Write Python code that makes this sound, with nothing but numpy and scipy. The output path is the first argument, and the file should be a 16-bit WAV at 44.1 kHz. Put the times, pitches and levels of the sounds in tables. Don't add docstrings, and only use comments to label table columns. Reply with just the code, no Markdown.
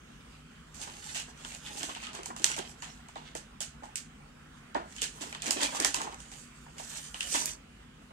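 import sys
import numpy as np
from scipy import signal
from scipy.fft import rfft, irfft, next_fast_len
from scipy.io import wavfile
from scipy.ndimage import uniform_filter1d, map_coordinates

SR = 44100
rng = np.random.default_rng(int(sys.argv[2]) if len(sys.argv) > 2 else 0)


def voltage_ratio(level):
    return 10 ** (np.asarray(level, float) / 20)


def transcribe(u):
    v = np.clip(np.atleast_2d(u).T, -1, 1)
    q = np.round(v * 32767).astype(np.int16)
    wavfile.write(sys.argv[1], SR, q)


N = 358136

# pitch_hz, left_minus_right_db
SIDE_LEVELS = [(250, 0), (800, -6), (1200, 2.5), (1900, 3), (2600, -1), (3300, -4.5), (5000, -6),
               (7300, -11.5), (8800, 2), (11500, -6.5), (14000, -8), (15700, -15)]
# low_hz, high_hz, scatter_t60_s, rise_s, room_t60_s, share common to both sides [0-1]
PARTS = [
    (4300, 10000, .016, .0001, .24, .3),
    (1400, 4500, .016, .0002, .27, .4),
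    (10000, 19000, .014, .0001, .17, .3),
    (170, 1600, .045, .002, .3, .8),
]
LAG = 11
SPACING = 28
GULP_SPACING = 19
GULP_HZ = 800
EDGE = 1.83


def unit(x):
    return x / np.sqrt(np.mean(x ** 2) + 1e-20)


def along(points, hz):
    f, v = np.transpose(points)
    return np.interp(np.log(hz + 1), np.log(f + 1), v)


def filtered(x, response):
    m = next_fast_len(x.shape[-1] + 4096)
    spectrum = rfft(x, m) * response(np.fft.rfftfreq(m, 1 / SR))
    return irfft(spectrum, m)[..., :x.shape[-1]]


def resonance(f, hz, width_hz):
    damping = 1j * f * width_hz
    return damping / (hz * hz - f * f + damping)


def band(x, low_hz, high_hz):
    sos = signal.butter(N=3, Wn=[low_hz, high_hz], btype="band", fs=SR, output="sos")
    return signal.sosfilt(sos, x)


def patches(rate):
    knots = rng.standard_normal(int(N * rate / SR) + 4)
    return map_coordinates(knots, [np.arange(N) * rate / SR])


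def rush(spectrum):
    # pitch_hz, left_minus_right_db
    balance = [(60, -0.5), (600, 2.5), (1400, -4), (2400, -3), (4400, -5), (6900, -4), (8600, 1.5),
               (15000, 0)]
    # pitch_hz, left-right coherence [0-1]
    likeness = [(60, 1), (170, 1), (260, 0.97), (345, 0.96), (480, .15), (690, 0.36), (1000, 0.44),
                (1300, 1), (1640, 0.16), (2070, .1), (3100, 0.23), (6000, 0.056)]

    def mid_side(hz):
        turn = np.arccos(np.clip(along(likeness, hz), -1, 1)) / 2
        return voltage_ratio(along(spectrum, hz)) * [np.cos(turn), np.sin(turn)]

    mid, side = filtered(rng.standard_normal((2, N)), mid_side)
    pair = np.array([mid + side, mid - side])
    return unit(filtered(pair, lambda hz: voltage_ratio(np.outer([.5, -.5], along(balance, hz)))))


def house():
    # pitch_hz, level_db per Hz
    hum_spectrum = [(15, -60), (25, -13.5), (54, -2), (118, -13), (152, -2.5), (183, -9.5), (242, -8),
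                    (271, -9.5), (299, -16.5), (500, -21.5), (650, -57), (1100, -120)]
    # pitch_hz, level_db per Hz
    air_spectrum = [(300, -25), (450, -3), (650, -8), (1000, -3), (1400, .5), (2000, -4.5), (3000, -4.5),
                    (4000, -13), (5700, -15), (8800, -14), (9800, -21.5), (11000, -26), (15600, -30)]
    # pitch_hz, width_hz, level_db
    modes = [
        (48, 18, -65.5),
        (149.7, 7.6, -65.5),
        (208, 5.8, -67),
        (242.2, 17.2, -63.5),
    ]
    # pitch_hz, lag_rad
    phase_lag = [(60, .1), (260, .5), (430, .7), (600, 3.1), (860, 2.8), (1030, 5.3), (1640, 5.8),
                 (2070, 8.5), (3100, 9.5)]
    settled = np.arange(N) > 7.85 * SR
    hum = voltage_ratio(-56.5 + 0.11 * patches(5.5)) * rush(hum_spectrum)
    air = hum + voltage_ratio(-59 - 1.2 * settled + 0.48 * patches(8.8)) * rush(air_spectrum)
    for hz, width_hz, db in modes:
        mode = filtered(rng.standard_normal(N), lambda f: resonance(f, hz, width_hz) ** 2)
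        air = air + voltage_ratio(db) * unit(mode)
    return filtered(air, lambda hz: np.exp(1j * np.outer([-.5, .5], along(phase_lag, hz))))


def wavering(x):
    hz, _, z = signal.stft(x, SR, nperseg=512)
    field = rng.standard_normal(z.shape[1:])
    field = uniform_filter1d(field, size=5, axis=0)
    field = uniform_filter1d(field, size=16, axis=1)
    field = unit(field) * (hz[:, None] > 400)
    waver_db = 2 * field
    return signal.istft(z * voltage_ratio(waver_db), nperseg=512)[1][:, :N]


def water_colour():
    # pitch_hz, level_db per Hz
    water_spectrum = [(140, -14), (280, -1), (500, -5), (850, -1), (1400, -5), (2900, -.5), (4000, -4),
                      (5200, -4.5), (7400, 0), (9000, -3), (10200, -13), (12900, -19), (14600, -29),
                      (15800, -38)]
    hz = np.fft.rfftfreq(2048, 1 / SR)
    db = along(water_spectrum, hz) + np.outer([.5, -.5], along(SIDE_LEVELS, hz))
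    cepstrum = irfft(np.log(np.maximum(voltage_ratio(db), 1e-4)))
    cepstrum[:, 1:len(hz) - 1] *= 2
    cepstrum[:, len(hz):] = 0
    return irfft(np.exp(rfft(cepstrum)))[:, :len(hz)]


def coloured(x, colour):
    kernel = colour.reshape((1,) * (x.ndim - 2) + (2, -1))
    return signal.oaconvolve(x, kernel, axes=-1)[..., :x.shape[-1]]


def paths(share, near_t60, rise, room_t60, spacing=SPACING):
    # time_s, level_db over the tail
    walls = [
        [(.0125, 0.5), (.03, 5.5)],
        [(.012, -1), (.023, 7)],
    ]
    echo_s, cliff = 0.00094, 1.83
    t = np.arange(SR // 3) / SR
    own, right = rng.standard_normal((2, len(t)))
    left = share * np.roll(right, spacing - LAG) + np.sqrt(1 - share ** 2) * own
    pair = np.array([left, right])
    near = np.sign(pair) * voltage_ratio(-15 * (4 * t / near_t60) ** cliff) * (1 - np.exp(-t / rise))
    room = pair * voltage_ratio(-60 * t / room_t60) * (1 - np.exp(-(t / 0.0063) ** 2))
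    walls_db = [sum(db * np.exp(-((t - s) / echo_s) ** 2) for s, db in side) for side in walls]
    return np.array([near, room * voltage_ratio(np.array(walls_db))])[..., :SR // 6]


def add(out, s, sound, db, start, size):
    at = round(s * SR)
    gain = voltage_ratio(db) / np.sqrt(np.mean(sound[:, start:start + size] ** 2))
    out[0, at + LAG:][:sound.shape[1]] += gain * sound[0]
    out[1, at:][:sound.shape[1]] += gain * sound[1]


def swells():
    # middle_s, half_length_s, fizz_db, bubbles_db and gurgle_db re fizz
    jets = [(0.3, 0.41, -70, 4.5, -6), (0.92, 0.13, -52, -1.5, -4.5), (1.3, 0.026, -57.5, 1, 4),
            (2.7, 0.049, -54.5, -10, -8), (6.63, 0.22, -62.5, -6.5, -9), (3.3, .15, -79, 0, 2),
            (1.72, 0.12, -49, -2, -4.5), (1.87, 0.086, -48.5, -15, 2), (2.03, 0.055, -54, 1, -10),
            (2.9, 0.15, -60.5, 3, 4), (4.58, 0.044, -67, -4, -10), (5.17, 0.051, -55, -9, -14),
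            (5.27, 0.091, -49, -3, 0), (5.72, 0.095, -50, -0.5, 3.5), (6.4, 0.079, -53, -15, -16),
            (6.84, 0.084, -53, -10, -7), (6.97, 0.13, -43, -6.5, -10.5), (7.24, 0.1, -44, -16, -11.5),
            (7.355, 0.096, -34.5, -9, -15), (7.425, 0.036, -37.5, -9.5, -10), (8.03, 0.018, -67, -16, 3)]
    # middle_s, half_length_s, fizz_db, bubbles_db and gurgle_db re fizz
    dribbles = [(0.2, 0.13, -77, -6, 3), (0.8, 0.044, -51.5, -9, -2), (1.1, 0.077, -44, -7, -11),
                (1.19, 0.03, -51, 0, 3.5), (1.4, 0.046, -57.5, -4.5, -9), (1.51, 0.081, -48, -2, -6.5),
                (2.19, 0.072, -62.5, 13, 15.5), (2.51, 0.045, -39, 0, -7), (2.62, 0.049, -56.5, 14, 6),
                (3.26, 0.075, -63.5, 10, 4), (4.95, 0.061, -52.5, -5, -5), (5.5, 0.082, -49.5, 6, 3),
                (5.635, 0.055, -34.5, -2, -3), (5.81, 0.085, -46, 0.5, 8), (6.01, 0.11, -50, 2, 7),
                (6.22, 0.24, -57, -5, -5.5), (7.485, 0.048, -38.5, -6, -10)]
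    seep_db = [
        -89,
        -81,
        -93,
        -66.5,
    ]
    t = np.arange(N) / SR
    power = voltage_ratio(np.array(seep_db))[:, None] ** 2
    for rows, mist_db in (jets, -9), (dribbles, -15):
        for mid, half, db, bubbles_db, gurgle_db in rows:
            swell = np.exp(-2 * np.abs((t - mid) / half) ** EDGE)
            levels_db = db + np.array([0, bubbles_db, mist_db, gurgle_db])
            power = power + np.outer(voltage_ratio(levels_db) ** 2, swell)
    return np.sqrt(power)


def spurts():
    droplet_rates = [
        3930,
        718,
        4030,
        700,
    ]
    flow, colour = patches(45), water_colour()
    out, step = np.zeros((2, N + LAG)), SR // 5
    for gain, rate, part in zip(swells(), droplet_rates, PARTS):
        low_hz, high_hz, scatter, rise, t60, share = part
        sizes = voltage_ratio(1.3 * rng.exponential(1, N)) * rng.standard_normal(N)
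        drops = (rng.random(N) < rate / SR) * sizes
        drops = drops * voltage_ratio(0.54 * flow + 2.1 * patches(30))
        spacing = SPACING if low_hz > GULP_HZ else GULP_SPACING
        wet = np.zeros((2, N + SR))
        for at in range(0, N, step):
            near, room = paths(share, scatter, rise, .5 * t60, spacing)
            landing = signal.fftconvolve(drops[None, at:at + step], near + voltage_ratio(-8.0) * room, axes=1)
            wet[:, at:at + landing.shape[1]] += landing
        spray = gain * unit(band(coloured(wet[:, :N], colour), low_hz, high_hz))
        out[0, LAG:] += spray[0]
        out[1, :N] += spray[1]
    return out[:, :N]


def snaps(every):
    out, colour = np.zeros((2, N + SR)), water_colour()
    for s, db, hz, room_db, bubble_db in every:
        sizzle_db = -15 - 0.54 * bubble_db
        levels_db = db + np.array([0, bubble_db, sizzle_db])
        echoes_db = levels_db + room_db + np.array([0, 1.26, 0.5])
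        for k, (low_hz, high_hz, scatter, rise, t60, share) in enumerate(PARTS[:3]):
            near, room = band(coloured(paths(share, scatter, rise, t60), colour), low_hz, high_hz)
            if k == 1:
                near = near + 4 * filtered(near, lambda f: resonance(f, hz, 450))
                room = room + 0.5 * filtered(room, lambda f: resonance(f, hz, 300))
            add(out, s, near, levels_db[k] - [.7, .7, 3][k], 0, size=160)
            add(out, s, room, echoes_db[k] - 1, 350, size=650)
    return out[:, :N]


def plops(pockets):
    out, colour = np.zeros((2, N + SR)), water_colour()
    low_hz, high_hz, scatter, rise, t60, share = PARTS[3]
    for s, db, hz, room_db in pockets:
        near, room = paths(.96 if hz < GULP_HZ else share, scatter, rise, t60, GULP_SPACING)
        first = round(rise * SR) + np.array([GULP_SPACING - LAG, 0])
        near[[0, 1], first] += 5.3
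        sound = band(coloured(near + voltage_ratio(room_db) * room, colour), low_hz, high_hz)
        sound = sound + 3.2 * filtered(sound, lambda f: resonance(f, hz, .27 * hz))
        add(out, s, sound, db - 4.0, 0, size=350)
    return out[:, :N]


def throats():
    # middle_s, half_length_s, level_db, first_hz, last_hz
    hisses = [(1.2, .05, -49.5, 2720, 2800), (2.085, 0.036, -51, 1300, 1290),
              (2.845, 0.041, -56, 6860, 6800), (2.91, 0.033, -59, 5570, 5600),
              (4.995, .015, -48, 3100, 3010), (5.03, .015, -40, 3300, 3670),
              (5.625, 0.028, -38.5, 3070, 3900), (5.665, .035, -41.5, 2530, 2400),
              (5.765, .02, -43, 1146, 1150), (5.82, 0.024, -42, 1650, 1970),
              (5.865, 0.024, -38, 1850, 1860), (6.95, 0.089, -58.5, 1800, 1790),
              (7.24, 0.037, -44.5, 3020, 3040)]
    out = np.zeros((2, N + SR))
    for mid, half, db, first_hz, last_hz in hisses:
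        t = np.arange(-1.5 * half, 1.5 * half, 1 / SR)
        hz = first_hz + (last_hz - first_hz) * (t / half + 1) / 2
        width_hz = .12 * first_hz
        knots = rng.standard_normal((4, 200))
        slow = [map_coordinates(k, [(t - t[0]) * width_hz]) for k in knots]
        turn = 2 * np.pi * np.cumsum(hz) / SR
        hiss = unit(np.array(slow[:2]) * np.cos(turn) + np.array(slow[2:]) * np.sin(turn))
        sides = voltage_ratio(along(SIDE_LEVELS, first_hz) * np.array([[.5], [-.5]]))
        hiss = hiss * sides * np.exp(-np.abs(t / half) ** EDGE)
        out[:, round((mid + t[0]) * SR):][:, :len(t)] += voltage_ratio(db) * hiss
    return out[:, :N]


def scene():
    # start_s, crack_db, bubble_hz, room_db re direct, bubble_db re crack
    loud_snaps = [(0.7443, -47.5, 2210, -3, -8), (0.8147, -38, 3630, -2.5, -5.5),
                  (1.1463, -37.5, 2730, 1, -2.5), (1.7727, -39, 3280, -1.5, -10),
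                  (1.8307, -31.5, 3400, -9, -2.5), (2.2579, -33.5, 2370, -10.5, -9),
                  (2.3637, -39.5, 2750, -7, -6), (2.4424, -14.5, 3270, -14.5, -7),
                  (2.5643, -36, 2420, -4.5, -5), (2.8216, -41, 1900, -5.5, 0),
                  (3.351, -38, 1770, -4.5, -6.5), (3.605, -31.5, 3200, -4, -8),
                  (3.9565, -28.5, 2200, -9, -9), (5.0176, -26.5, 2890, -5.5, -5.5),
                  (5.209, -44.5, 3560, 5, -4.5), (5.42, -33, 3320, -9.5, -4.5),
                  (5.4583, -33.5, 2360, -1, -5), (5.5074, -19.5, 2690, -10.5, -9.5),
                  (5.6314, -25, 2310, -11, -11), (5.748, -36.5, 3500, -0.5, -6),
                  (5.8005, -23.5, 1730, -11.5, -9), (5.8471, -18, 1700, -10, -8),
                  (5.9435, -23.5, 2740, -10, -6.5), (7.4567, -27, 3130, -14.5, -27)]
    # start_s, crack_db, bubble_hz, room_db re direct
    ticks = [(1.0419, -46, 2170, -9), (1.1759, -36.5, 3090, -5.5), (1.199, -37, 4170, -9),
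             (1.5478, -40.5, 2780, -24), (1.754, -52.5, 2760, 5), (2.0366, -47, 2680, -18),
             (2.1312, -47, 4340, -3), (2.1497, -41, 1790, -7.5), (2.232, -42, 2770, -11),
             (2.3958, -43, 3200, -10), (2.4196, -44, 2470, -2.5), (2.5154, -33, 2760, -13),
             (2.588, -33.5, 3270, -19), (2.694, -49, 2430, -7.5), (3.085, -50, 2290, -9),
             (3.833, -55, 1810, 0), (4.9237, -49, 2200, -14), (4.9634, -43, 2300, -7),
             (6.0161, -33, 1800, -11.5), (6.1435, -43.5, 2010, -22), (6.2024, -45.5, 2940, -11),
             (6.3158, -46.5, 1940, -3), (6.7818, -43, 2580, -2), (7.3402, -31, 3380, 1),
             (.873, -47, 3000, -12), (1.522, -47, 2200, -9), (5.0137, -40, 2900, -20),
              (5.0277, -33.5, 3400, -13), (5.4655, -38, 2000, -13), (5.614, -32, 1900, -10),
              (5.638, -33, 3500, -12), (5.7537, -42, 1600, -13), (5.823, -37, 3500, -21),
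              (5.8448, -35, 1900, -20), (5.941, -38, 2700, -20), (6.0007, -44, 1870, -3),
              (6.124, -52, 4400, -14), (6.838, -49, 3000, -16), (7.3233, -38, 3000, -12),
              (7.357, -29.5, 2000, -12), (7.381, -43, 2400, -14)]
    # start_s, crack_db, bubble_hz, room_db re direct
    blips = [(1.4477, -43, 3250, -13), (1.5193, -51, 2480, -9), (1.6627, -46.5, 3450, -4),
             (1.808, -44.5, 2780, -7), (1.893, -47, 3270, -3.5), (1.9493, -43.5, 2870, -7.5),
             (2.001, -53, 2420, -4.5), (2.028, -50, 2650, 2), (2.0679, -44.5, 3160, -8.5),
             (3.156, -53, 3860, -4), (4.7459, -47.5, 4700, -7), (4.9826, -47.5, 3260, -6.5),
             (5.326, -42.5, 2400, -12.5), (5.348, -42, 3020, -13), (5.828, -38, 1900, -7),
             (7.1428, -41, 2950, -10.5), (7.2066, -32, 2900, -13.5)]
    # start_s, peak_db, pitch_hz, room_db
    pockets = [(0.813, -48, 934, -2), (1.447, -41, 1230, -8), (1.89, -40, 1110, -5), (1.963, -39, 870, -16),
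               (2.024, -42.5, 1070, -5), (2.07, -43, 1240, -11), (2.148, -44, 1070, -4),
               (2.259, -40.5, 991, -25), (2.302, -35, 960, -10), (2.362, -40.5, 1080, -9),
               (2.441, -33.5, 1080, -6.5), (2.497, -41, 970, -10), (2.577, -34.5, 714, -8),
               (2.824, -40.5, 1080, -4), (3.087, -46.5, 900, -27), (3.157, -37, 915, -9),
               (3.605, -42.5, 690, -9), (3.832, -38.5, 850, -6), (4.7485, -26, 685, -18),
               (5.348, -41, 1140, -7.5), (5.507, -32.5, 960, -15), (5.745, -33.5, 1080, -22),
               (5.847, -28, 1470, -11.5), (5.943, -30.5, 1070, -9), (6.002, -34, 1040, -4),
               (6.067, -36, 900, -6), (6.663, -47.5, 950, -16), (6.797, -38, 755, -12.5),
               (7.142, -42.5, 1030, -10), (7.344, -29, 1030, -12)]
    # start_s, peak_db, pitch_hz, room_db
    gulps = [(1.751, -44.5, 360, -12), (1.832, -37.5, 364, -23), (2.187, -38.5, 368, -14),
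             (2.285, -43, 387, -11), (2.396, -44, 330, 0.5), (2.59, -31.5, 400, -18),
             (3.351, -34.5, 530, -12.5), (4.764, -32.5, 340, -7), (5.02, -40.5, 427, -5),
             (5.207, -41, 257, 0), (5.458, -38, 357, -8), (5.472, -44, 412, -21), (5.47, -37.5, 247, 1),
             (5.561, -33.5, 380, -6), (5.594, -37.5, 317, -6), (5.799, -32, 380, -17),
             (7.319, -45.5, 520, 3), (7.345, -34.5, 280, -8), (8.105, -49.5, 201, -5),
             (5.962, -37, 1120, -5)]
    # start_s, peak_db, pitch_hz, room_db
    blobs = [(.873, -42.5, 1040, -9), (1.829, -42, 1100, -23), (2.563, -42, 640, -8),
             (4.753, -27, 660, -9.5), (4.75, -32.5, 980, -6), (4.752, -36, 1400, 1), (3.822, -45, 600, -10),
             (1.15, -49, 700, -4), (6.316, -49.5, 800, -6), (5.5, -40.5, 840, -9), (5.22, -42, 1010, -18),
             (5.234, -40, 640, -16), (5.325, -42, 1200, -14), (5.612, -39, 1040, -8),
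             (5.625, -38, 1050, -14), (6.143, -45, 1030, -19), (7.35, -29, 980, -11), (2.5, -50, 1000, -16),
             (3.3525, -37, 520, -10), (3.158, -44, 450, -12)]
    tick_bubble_db, blip_bubble_db = -4, 5.5
    air = wavering(house())
    small = [(*row, tick_bubble_db) for row in ticks]
    dull = [(*row, blip_bubble_db) for row in blips]
    shells = snaps(loud_snaps + small + dull)
    return air + spurts() + shells + plops(pockets + gulps + blobs) + throats()


def band_limit(x):
    return signal.sosfilt(signal.butter(12, 16520, fs=SR, output="sos"), x)


def record(dry):
    top_hz = 15830
    mix = filtered(dry, lambda hz: hz < top_hz)
    return band_limit(mix)


dry = scene()
out = record(dry)
transcribe(out)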